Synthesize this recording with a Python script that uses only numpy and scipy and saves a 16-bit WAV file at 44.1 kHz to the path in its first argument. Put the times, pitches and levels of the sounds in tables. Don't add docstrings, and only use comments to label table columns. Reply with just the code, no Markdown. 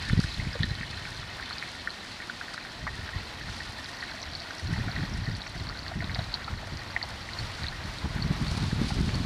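import sys
import numpy as np
from scipy import signal
from scipy.fft import rfft, irfft, next_fast_len
from scipy.io import wavfile
from scipy.ndimage import uniform_filter1d

SR = 44100
rng = np.random.default_rng(int(sys.argv[2]) if len(sys.argv) > 2 else 0)


def pcm_store(signal):
    levels = np.round(np.clip(np.atleast_2d(signal), -1, 1) * 32767)
    wavfile.write(sys.argv[1], SR, levels.astype(np.int16).T)


N = 407925

# t/s, patter/dB, fizz/dB, wash/dB
SPRAY = [(0.0, -38.5, -58.5, -49.5), (1.59, -41, -59.5, -48.5), (2.13, -45, -60, -50.5),
         (3.06, -41, -61.5, -48.5), (3.63, -43.5, -60, -49), (3.89, -40.5, -60.5, -48.5),
         (4.4, -41.5, -61, -49.5), (4.82, -39, -61.5, -47.5), (5.44, -42, -62.5, -49.5),
         (6.9, -43.5, -62.5, -47), (7.57, -41, -58, -47), (8.19, -44.5, -60, -45.5),
         (8.39, -40.5, -59, -46.5), (8.47, -49, -55.5, -43.5), (9.0, -41.5, -55, -46),
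         (9.25, -48, -56, -45)]
def water():
    patter_db, fizz_db, wash_db = in_time(SPRAY)
    droplets = patter(per_s=2200, size_db=3.0, clump_db=3.0, cycles=4.9)
    fine = from_db(patter_db - 5.0) * rms_one(cup(droplets, direct_db=-11.0, ring_db=4.5))
    ringing = from_db(patter_db - 17.0) * pings(per_s=140, size_db=-4.5)
    plips = drops(level_db=-1.0, splash_db=-13.5, splash_s=0.022, lead=.38)
    plips = cup(plips, direct_db=3.5, ring_db=-6)
    gulps = glugs(level_db=-2.5, swell_s=0.0067, width_share=0.29, splash_db=-5.5)
    large = wall_echoes(plips + gulps, echo_db=-9.5, t60=0.035)
    hiss = wash(wash_db + 3.0) + fizz(fizz_db + 11.5)
    crackle = spits(level_db=5.0, tick_db=fizz_db + 4, size_db=4.5, tick_s=0.0025)
    return fine + ringing + large + hiss + crackle


def plip(hz, duration):
    t = np.arange(int(5 * duration * SR) + 2) / SR
    age = t / (.75 * duration)
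    return (age * np.exp(1 - age)) ** 3 * np.sin(2 * np.pi * hz * t)


# t/s, relative level/dB, f/Hz, nominal duration/s
DROPS = [(0.0976, -22.5, 1660, 0.00098), (0.202, -27, 4700, 0.00063), (0.205, -30, 1520, 0.0018),
         (0.2385, -31, 1630, 0.0024), (0.344, -29, 4200, 0.0016), (0.398, -32, 2040, 0.0035),
         (0.531, -32, 4930, 0.0014), (0.593, -33, 1800, .0015), (0.6322, -23, 1880, 0.0023),
         (0.6322, -18.5, 3930, 0.00082), (0.642, -29, 3850, 0.0012), (0.752, -30, 4100, 0.00097),
         (0.8115, -28, 2150, 0.00083), (0.831, -29, 1830, 0.0016), (0.993, -38, 1780, .0015),
         (1.053, -26, 2000, 0.00089), (1.231, -29.5, 1570, 0.0015), (1.3835, -40, 1700, .0015),
         (1.397, -32, 1580, 0.002), (1.4265, -32, 1880, .0012), (1.501, -32, 4120, 0.0011),
         (1.509, -26.5, 1420, 0.0011), (1.527, -28, 4340, 0.0025), (1.583, -24, 4500, 0.00072),
         (1.6256, -25, 1880, 0.00085), (1.874, -22, 1690, .0015), (1.876, -31, 1590, .0012),
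         (1.904, -30.5, 4300, 0.0015), (2.202, -29.5, 1750, 0.0011), (2.221, -30, 1890, 0.00075),
         (2.2964, -27, 1500, .0028), (2.412, -25.5, 1590, 0.0019), (2.482, -34.5, 1660, 0.0017),
         (2.5395, -33.5, 4630, .0012), (2.5435, -30.5, 1440, 0.0012), (2.578, -27, 1620, 0.0011),
         (2.65, -31, 1580, .0016), (2.868, -23, 1320, 0.0011), (2.876, -21.5, 1540, 0.00097),
         (2.878, -29.5, 1820, 0.0024), (3.077, -32, 1680, .002), (3.09, -27, 1700, 0.0013),
         (3.412, -33, 1860, .002), (3.489, -32, 1800, 0.0012), (3.604, -33.5, 1820, 0.0029),
         (3.844, -30, 4900, 0.00071), (3.859, -31, 3750, .0007), (3.97, -37, 4430, .0012),
         (4.007, -34, 4330, 0.0019), (4.024, -29, 1800, 0.00056), (4.027, -26, 1770, .0013),
         (4.05, -37, 4310, .0012), (4.1133, -33, 4250, .001), (4.148, -32, 1750, 0.002),
         (4.217, -34.5, 5730, .0009), (4.228, -31, 4150, 0.0011), (4.231, -30, 5600, .0008),
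         (4.335, -30, 4200, .0008), (4.3513, -25, 4320, 0.0014), (4.4023, -27.5, 4450, 0.00067),
         (4.42, -32, 4500, .0008), (4.507, -30, 1570, 0.0013), (4.5837, -31, 5300, 0.00074),
         (4.671, -33, 4230, 0.002), (4.736, -30, 1850, 0.0015), (4.76, -32, 1660, .0012),
         (4.779, -30, 1560, 0.0013), (4.8814, -27, 1550, .0017), (4.914, -30, 4350, 0.002),
         (4.963, -29, 1880, 0.002), (4.987, -29, 1850, .001), (5.03, -33, 1680, 0.0019),
         (5.053, -31.5, 4300, .0013), (5.137, -36, 5400, .0016), (5.265, -32, 1700, 0.0011),
         (5.3503, -32, 4550, .0014), (5.418, -29, 3960, 0.0012), (5.466, -26, 2000, 0.00056),
         (5.47, -38, 5730, 0.0016), (5.598, -35, 4170, 0.00092), (5.669, -32, 4270, .0013),
         (5.6701, -30, 1580, .0012), (5.69, -28.5, 4450, 0.0015), (5.6976, -28.5, 1440, 0.00099),
         (5.8805, -28, 4400, .001), (6.005, -25, 2010, 0.0017), (6.022, -28, 1730, .0014),
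         (6.043, -28.5, 3830, 0.00073), (6.0955, -29, 1950, 0.0017), (6.147, -21, 4300, 0.00062),
         (6.157, -30.5, 1980, 0.0016), (6.156, -34, 3800, .0014), (6.191, -28, 3900, 0.0016),
         (6.1916, -35, 1460, 0.0023), (6.241, -31, 4040, 0.00092), (6.3198, -34, 4360, 0.0011),
         (6.341, -16, 4320, 0.0012), (6.372, -37, 1570, .0025), (6.4445, -30, 4130, 0.0011),
         (6.478, -33, 1330, 0.0066), (6.772, -28, 5000, 0.00038), (6.906, -36, 4640, 0.0015),
         (6.9634, -19.5, 2010, 0.0018), (7.0146, -31.5, 2000, .002), (7.0272, -22.5, 4500, 0.0017),
         (7.289, -29.5, 1920, 0.0015), (7.334, -26, 4270, .0009), (7.387, -28, 4330, 0.0035),
         (7.54, -37, 4380, .0012), (7.634, -27, 4160, 0.00099), (7.641, -29, 1900, 0.0009),
         (7.667, -27, 3780, 0.0012), (7.683, -27.5, 4150, 0.0025), (7.985, -30.5, 4170, .001),
         (8.223, -25.5, 4360, 0.0021), (8.481, -31.5, 4440, 0.0023), (8.51, -42, 4760, .0018),
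         (8.5685, -37, 4400, 0.0014), (9.092, -20, 1810, 0.00017), (9.143, -29.5, 4400, 0.0033)]
def drops(level_db, splash_db, splash_s, lead, count=4):
    out = np.zeros(N)
    for (s, db, hz, duration), satellites in zip(DROPS + dribble(), rng.random((800, count, 3))):
        add(out, s, from_db(db + level_db) * plip(hz, duration))
        for late, pitch, weak in satellites:
            small_hz = min(hz * 2 ** (pitch - .4), 5200)
            small = from_db(db + splash_db - 13.5 * weak) * plip(small_hz, 3 / small_hz)
            add(out, s + splash_s * (late - lead), small)
    return out


# full rate/(1/s), relative level/dB, f/Hz, spread/octaves, nominal duration/s
LESSER_DROPS = [(24.08, -41, 1755, 0.11, 0.0016), (33.76, -41, 4280, .07, 0.0013)]
# t/s, fraction of the full rate
DRIBBLE_FLOW = [(0, .9), (1.3, .55), (2.0, .2), (3.3, .3), (3.8, .7), (4.6, 1), (5.7, .9), (6.7, 0.55),
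                (9.25, .45)]
def dribble(spread_db=3.5):
    rows, flow = [], in_time(DRIBBLE_FLOW)[0]
    for per_s, db, hz, octaves, duration in LESSER_DROPS:
        times = np.flatnonzero(rng.random(N) < per_s * flow / SR) / SR
        for s, (loud, high) in zip(times, rng.standard_normal((200, 2))):
            rows.append((s, db + spread_db * loud, hz * 2 ** (octaves * high), duration))
    return rows


# f/Hz, relative level/dB
PATTER_SPECTRUM = [(600, 2.5), (1100, -20.5), (1600, 2), (2000, -5.5), (2800, -5), (3500, 4.5),
                   (4300, -4.5), (5200, -0.5), (6500, -28), (10000, -66)]
def patter(per_s, size_db, clump_db, cycles, bands=26):
    landings = rng.random(N) < per_s * from_db(clump_db * drift(25)) / SR
    sizes = from_db(size_db * np.minimum(rng.exponential(1, N), 4.5)) * rng.choice([-1, 1], N)
    band, out = rng.integers(0, bands, N), np.zeros(N)
    for k, hz in enumerate(np.geomspace(650, 9000, bands)):
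        plips = signal.oaconvolve(sizes * landings * (band == k), plip(hz, cycles / hz))[:N]
        out += from_db(at_hz(PATTER_SPECTRUM, hz)) * np.sqrt(hz) * rms_one(plips)
    return out


def pings(per_s, size_db):
    sizes = from_db(size_db * np.minimum(rng.exponential(1, N), 2)) * rng.choice([-1, 1], N)
    flicks = (rng.random(N) < per_s / SR) * sizes
    return rms_one(cup(flicks, direct_db=-47, ring_db=0))


# t/s, lift (0 in the mouth, 1 clear of it)
NOZZLE_LIFT = [(0, 0.04), (1.0, 0.15), (1.6, 0.22), (4.5, 0.95), (5.9, 1), (9.25, 1)]
# f/Hz, bandwidth/Hz, relative gain/dB
COVERED_MODES = [(1520, 52, 3), (1680, 41, 1), (1850, 53, 10.5), (2100, 200, 6.5), (2530, 36, 9.5),
                 (3000, 78, 1), (3530, 68, 0), (4040, 105, 6.5)]
OPEN_MODES = [(700, 230, 3), (1444, 190, 5.5), (1880, 160, 6), (3980, 220, -4), (4340, 88, 1.5),
              (5620, 140, 2)]
def cup(x, direct_db, ring_db, slosh_share=0.02507, slosh_hz=4.97):
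    lift, n = np.clip(in_time(NOZZLE_LIFT)[0], 0, 1), np.arange(N)
    ringing = np.sqrt(1 - lift) * resonate(x, COVERED_MODES) + np.sqrt(lift) * resonate(x, OPEN_MODES)
    waver = slosh_share * SR / (2 * np.pi * slosh_hz) * drift(slosh_hz)
    return from_db(direct_db) * x + from_db(ring_db) * np.interp(n + waver, n, ringing)


def wall_echoes(x, echo_db, t60):
    t = np.arange(SR // 10) / SR
    scatter = rng.standard_normal(len(t)) * from_db(-60 * t / t60) * (t > .0015)
    return x + from_db(echo_db) * signal.fftconvolve(x, scatter / np.linalg.norm(scatter))[:N]


# t/s, relative level/dB, f/Hz
GLUGS = [(0.549, -32, 455), (2.868, -39, 865), (4.759, -39, 790), (4.884, -38.5, 700), (5.913, -35.5, 700),
         (6.019, -39, 700), (6.156, -35, 700), (6.187, -36, 715), (6.342, -43, 900), (6.475, -35.5, 830),
         (6.621, -38.5, 696), (6.669, -43, 684), (6.96, -36, 774), (7.032, -35, 800), (8.046, -36, 840),
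         (8.509, -39, 720), (8.574, -36, 850), (8.901, -31.5, 760)]
def glugs(level_db, swell_s, width_share, splash_db):
    out, t = np.zeros(N), np.arange(SR // 12) / SR
    swell = (t / swell_s * np.exp(1 - t / swell_s)) ** 2
    spatter_band = signal.butter(2, [900, 1900], "band", fs=SR, output="sos")
    for (s, db, hz), (churn, spatter) in zip(GLUGS, rng.standard_normal((len(GLUGS), 2, len(t)))):
        r = np.exp(-np.pi * width_share * hz / SR)
        for _ in range(2):
            churn = signal.lfilter([1, 0, -1], [1, -2 * r * np.cos(2 * np.pi * hz / SR), r * r], churn)
        spatter = signal.sosfilt(spatter_band, spatter)
        splash = rms_one(swell * churn) + from_db(splash_db) * rms_one(swell * spatter)
        add(out, s, from_db(db + level_db) * splash * np.sqrt(np.mean(swell ** 2)))
    return out


# f/Hz, relative level/dB
WASH_SPECTRUM = [(300, -6), (480, -3.5), (700, -1), (1000, 0.5), (1500, -2.5), (2100, -2.5), (2900, -10),
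                 (4300, -7), (6000, -26.5), (9000, -31)]
def wash(level_db):
    return from_db(level_db + 1.23 * drift(9.7)) * noise(WASH_SPECTRUM)


# f/Hz, relative level/dB
FIZZ_SPECTRUM = [(2500, 12), (4500, 13.5), (6000, 4), (7500, -1), (10000, -6.5), (11500, -15.5),
                 (14500, -35)]
def fizz(level_db):
    return from_db(level_db + 1.15 * drift(5.4)) * noise(FIZZ_SPECTRUM)


# t/s, relative level/dB, nominal duration/s
SPITS = [(0.09, -45, .014), (0.202, -46, .006), (0.216, -43, 0.0051), (0.24, -45, 0.022), (2.541, -46, .01),
         (3.584, -55, .02), (3.654, -52, .014), (3.89, -50, 0.018), (4.598, -48, .01), (4.733, -47, 0.014),
         (5.177, -46, 0.0061), (5.368, -48, .007), (8.469, -47, 0.0052), (8.482, -47, 0.0068),
         (8.515, -41, 0.0077), (8.538, -48, 0.018), (8.576, -42, .01), (8.892, -43, 0.024),
         (9.003, -45, .006)]
# f/Hz, relative level/dB
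SPIT_SPECTRUM = [(3000, 11), (5000, 15), (7000, 1.5), (9300, 1.5), (10800, -2), (11800, -19), (14000, -19)]
def spits(level_db, tick_db, size_db, tick_s, per_s=90):
    ticks = (rng.random(N) < per_s / SR) * from_db(tick_db + size_db * np.minimum(rng.exponential(1, N), 3))
    envelope = signal.lfilter([1], [1, -np.exp(-1 / (tick_s * SR))], ticks + 1e-18)
    t = np.arange(-SR // 20, SR // 20) / SR
    for s, db, duration in SPITS:
        add(envelope, s + t[0], from_db(db + level_db) * np.exp(-np.abs(t) / (duration / 2)))
    return envelope * noise(SPIT_SPECTRUM)


# f/Hz, relative level/dB
RUMBLE_SPECTRUM = [(20, -3), (35, -1), (55, 1), (95, 2.5), (140, -7), (200, -15), (400, -50)]
FLUTTER_SPECTRUM = [(70, 0.5), (120, 3), (170, 0.5), (230, -4), (300, -9.5), (420, -18.5), (550, -31.5),
                    (800, -30)]
# t/s, relative level/dB
FLUTTER_LEVEL = [(0, -16.5), (3, -12.5), (4.6, -14), (6.1, -11.5), (6.6, -15.5), (7.9, -18), (8.3, -6.5),
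                 (9.25, -6)]
def wind(rumble_db, steepening, flutter_depth_db, puff_db, eddies_db):
    gust_db = wind_strength() + puff_db * np.tanh(drift(11.5))
    rumble = from_db(gust_db + rumble_db) * turbulence(RUMBLE_SPECTRUM)
    harder_db = steepening * (gust_db - gust_db.mean())
    flutter = rms_one(turbulence(FLUTTER_SPECTRUM) * from_db(flutter_depth_db * np.tanh(drift(33.0))))
    flutter *= from_db(gust_db + in_time(FLUTTER_LEVEL)[0] + harder_db)
    return rumble + flutter + from_db(gust_db + eddies_db) * puffs(per_s=12, hz=90)


# t/s, relative level/dB
BREEZE = [(0, -35), (0.8, -40.5), (1.5, -48), (2.6, -55), (3.0, -41), (4.5, -49), (6.0, -40.5),
          (7.3, -43.5), (9.25, -33.5)]
# t/s, duration/s, relative level/dB
GUSTS = [(0.081, 0.11, -30), (0.37, 0.092, -32), (0.623, 0.053, -28.5), (1.06, 0.15, -45),
         (2.758, 0.23, -38), (3.136, 0.046, -34), (3.435, 0.06, -37), (4.261, 0.082, -40.5),
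         (4.626, 0.26, -30), (4.95, 0.095, -31), (5.086, 0.14, -30), (5.277, 0.059, -31),
         (5.552, 0.15, -35), (5.954, 0.28, -32), (6.494, 0.044, -33), (6.723, 0.026, -33.5),
         (7.378, 0.064, -35.5), (7.591, 0.08, -31.5), (7.836, 0.048, -31), (8.044, 0.071, -32),
         (8.157, 0.18, -30.5), (8.413, 0.21, -31.5), (8.718, 0.13, -32.5), (8.953, 0.076, -30.5),
         (9.142, 0.12, -32)]
def wind_strength(attack_s=0.0068, release_s=0.038):
    t, power = np.arange(N) / SR, from_db(in_time(BREEZE)[0]) ** 2
    for start, length, db in GUSTS:
        attack = np.clip((t - start) / attack_s + .5, 0, 1)
        release = np.exp(-np.clip((t - start - length) / release_s, 0, 20))
        power += (from_db(db) * attack * release) ** 2
    return 10 * np.log10(power)


def turbulence(spectrum):
    flow = noise(spectrum)
    swell = np.sqrt(uniform_filter1d(flow ** 2, size=SR // 12) + 1e-9)
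    return rms_one(flow / swell)


def eddy(hz, lean, swings=1.02):
    cycles = hz * np.arange(-SR // 50, SR // 50) / SR
    return np.exp(-(2 * cycles / swings) ** 2) * np.cos(2 * np.pi * (cycles + lean))


def puffs(per_s, hz):
    pushes = (rng.random(N) < per_s / SR) * rng.uniform(0.59, 1, N) * rng.choice([-1, 1], N)
    return signal.oaconvolve(pushes, eddy(hz, 0), "same")


# t/s, relative level/dB, f/Hz
BUFFETS = [(0.107, -22, 85), (0.134, -9.5, 155), (0.177, -12.5, 130), (0.194, -9, 151), (0.247, -19, 114),
           (0.396, -21, 114), (0.473, -20.5, 156), (0.607, -13.5, 102), (0.642, -20, 165),
           (0.716, -19, 119), (0.811, -24, 150), (2.996, -32, 100), (3.164, -21, 109), (4.646, -24, 90),
           (4.711, -21, 115), (4.729, -17.5, 125), (4.782, -21.5, 85), (4.818, -22.5, 100),
           (4.865, -22, 105), (4.876, -21.5, 180), (4.991, -22, 125), (5.025, -21, 115), (5.036, -19, 159),
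           (5.188, -22, 120), (5.313, -25, 125), (5.96, -24, 105), (6.007, -24, 120), (6.046, -23, 130),
           (6.192, -18, 111), (6.533, -32, 90), (8.047, -20, 141), (8.107, -24, 140), (8.167, -24, 130),
           (8.222, -19.5, 130), (8.251, -16, 140), (8.266, -19, 165), (8.311, -11, 131), (8.518, -18, 120),
           (8.578, -22, 180), (8.73, -15.5, 156), (8.817, -12.5, 190), (8.846, -18, 166), (8.87, -25, 170),
           (8.921, -19.5, 155), (8.97, -19, 150), (9.014, -22, 155), (9.087, -17, 135), (9.149, -19.5, 194)]
def buffets(level_db, deep_db, edge_db):
    out = np.zeros(N)
    for s, db, hz in BUFFETS:
        lean = rng.random(3)
        swell = from_db(deep_db) * eddy(hz / 2, lean[1])
        swirl = from_db(edge_db) * eddy(2.05 * hz, lean[2])
        add(out, s - .02, from_db(db + level_db) * (eddy(hz, lean[0]) + swell + swirl))
    return out


# f/Hz, relative level/dB
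OUTDOOR_SPECTRUM = [(25, -38), (70, -5), (130, -0.5), (220, 1.5), (330, -1.5), (480, -12.5), (1000, -13),
                    (3000, -56)]
def outdoor_hush(level_db):
    return from_db(level_db) * noise(OUTDOOR_SPECTRUM)


def from_db(db):
    return 10 ** (np.asarray(db) / 20)


def rms_one(x):
    return x / np.sqrt(np.mean(x ** 2) + 1e-20)


def in_time(rows):
    s, *columns = np.transpose(rows)
    return [np.interp(np.arange(N) / SR, s, c) for c in columns]


def at_hz(spectrum, hz):
    frequencies, levels = np.transpose(spectrum)
    return np.interp(np.log(hz), np.log(frequencies), levels)


def drift(corner_hz):
    r = np.exp(-80 * np.pi * corner_hz / SR)
    slow = signal.lfilter([1], [1, -2 * r, r * r], rng.standard_normal(N // 40 + 2002))[2000:]
    return np.interp(np.arange(N) / 40, np.arange(len(slow)), rms_one(slow))


def noise(spectrum):
    size = next_fast_len(N)
    hz = np.maximum(np.arange(size // 2 + 1) * SR / size, 1)
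    ends = (1 + (spectrum[0][0] / hz) ** 4) * (1 + (hz / spectrum[-1][0] / 2) ** 4)
    shaped = rfft(rng.standard_normal(size)) * from_db(at_hz(spectrum, hz)) / np.sqrt(ends)
    return rms_one(irfft(shaped, size)[:N])


def add(track, s, sound):
    start = int(np.clip(s * SR, 0, N - 1))
    track[start:start + len(sound)] += sound[:N - start]


def resonate(x, modes):
    out = np.zeros(N)
    for hz, width, db in modes:
        r = np.exp(-np.pi * width / SR)
        feedback = [1, -2 * r * np.cos(2 * np.pi * hz / SR), r * r]
        out += from_db(db) * signal.lfilter(np.array([1, 0, -1]) * (1 - r * r) / 2, feedback, x + 1e-18)
    return out


def scene():
    hush = outdoor_hush(level_db=-50.5)
    gusts = wind(rumble_db=-3.0, steepening=0.55, flutter_depth_db=6.0, puff_db=3.5, eddies_db=1.0)
    thumps = buffets(level_db=-1.5, deep_db=-11, edge_db=-13)
    return (water() + gusts + thumps + hush)[None, :]


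def record(dry):
    thinned = signal.sosfilt(signal.butter(2, 30, "high", fs=SR, output="sos"), dry)
    return signal.sosfilt(signal.ellip(12, .1, 90, 14700, fs=SR, output="sos"), thinned)


dry = scene()
out = record(dry)
pcm_store(out)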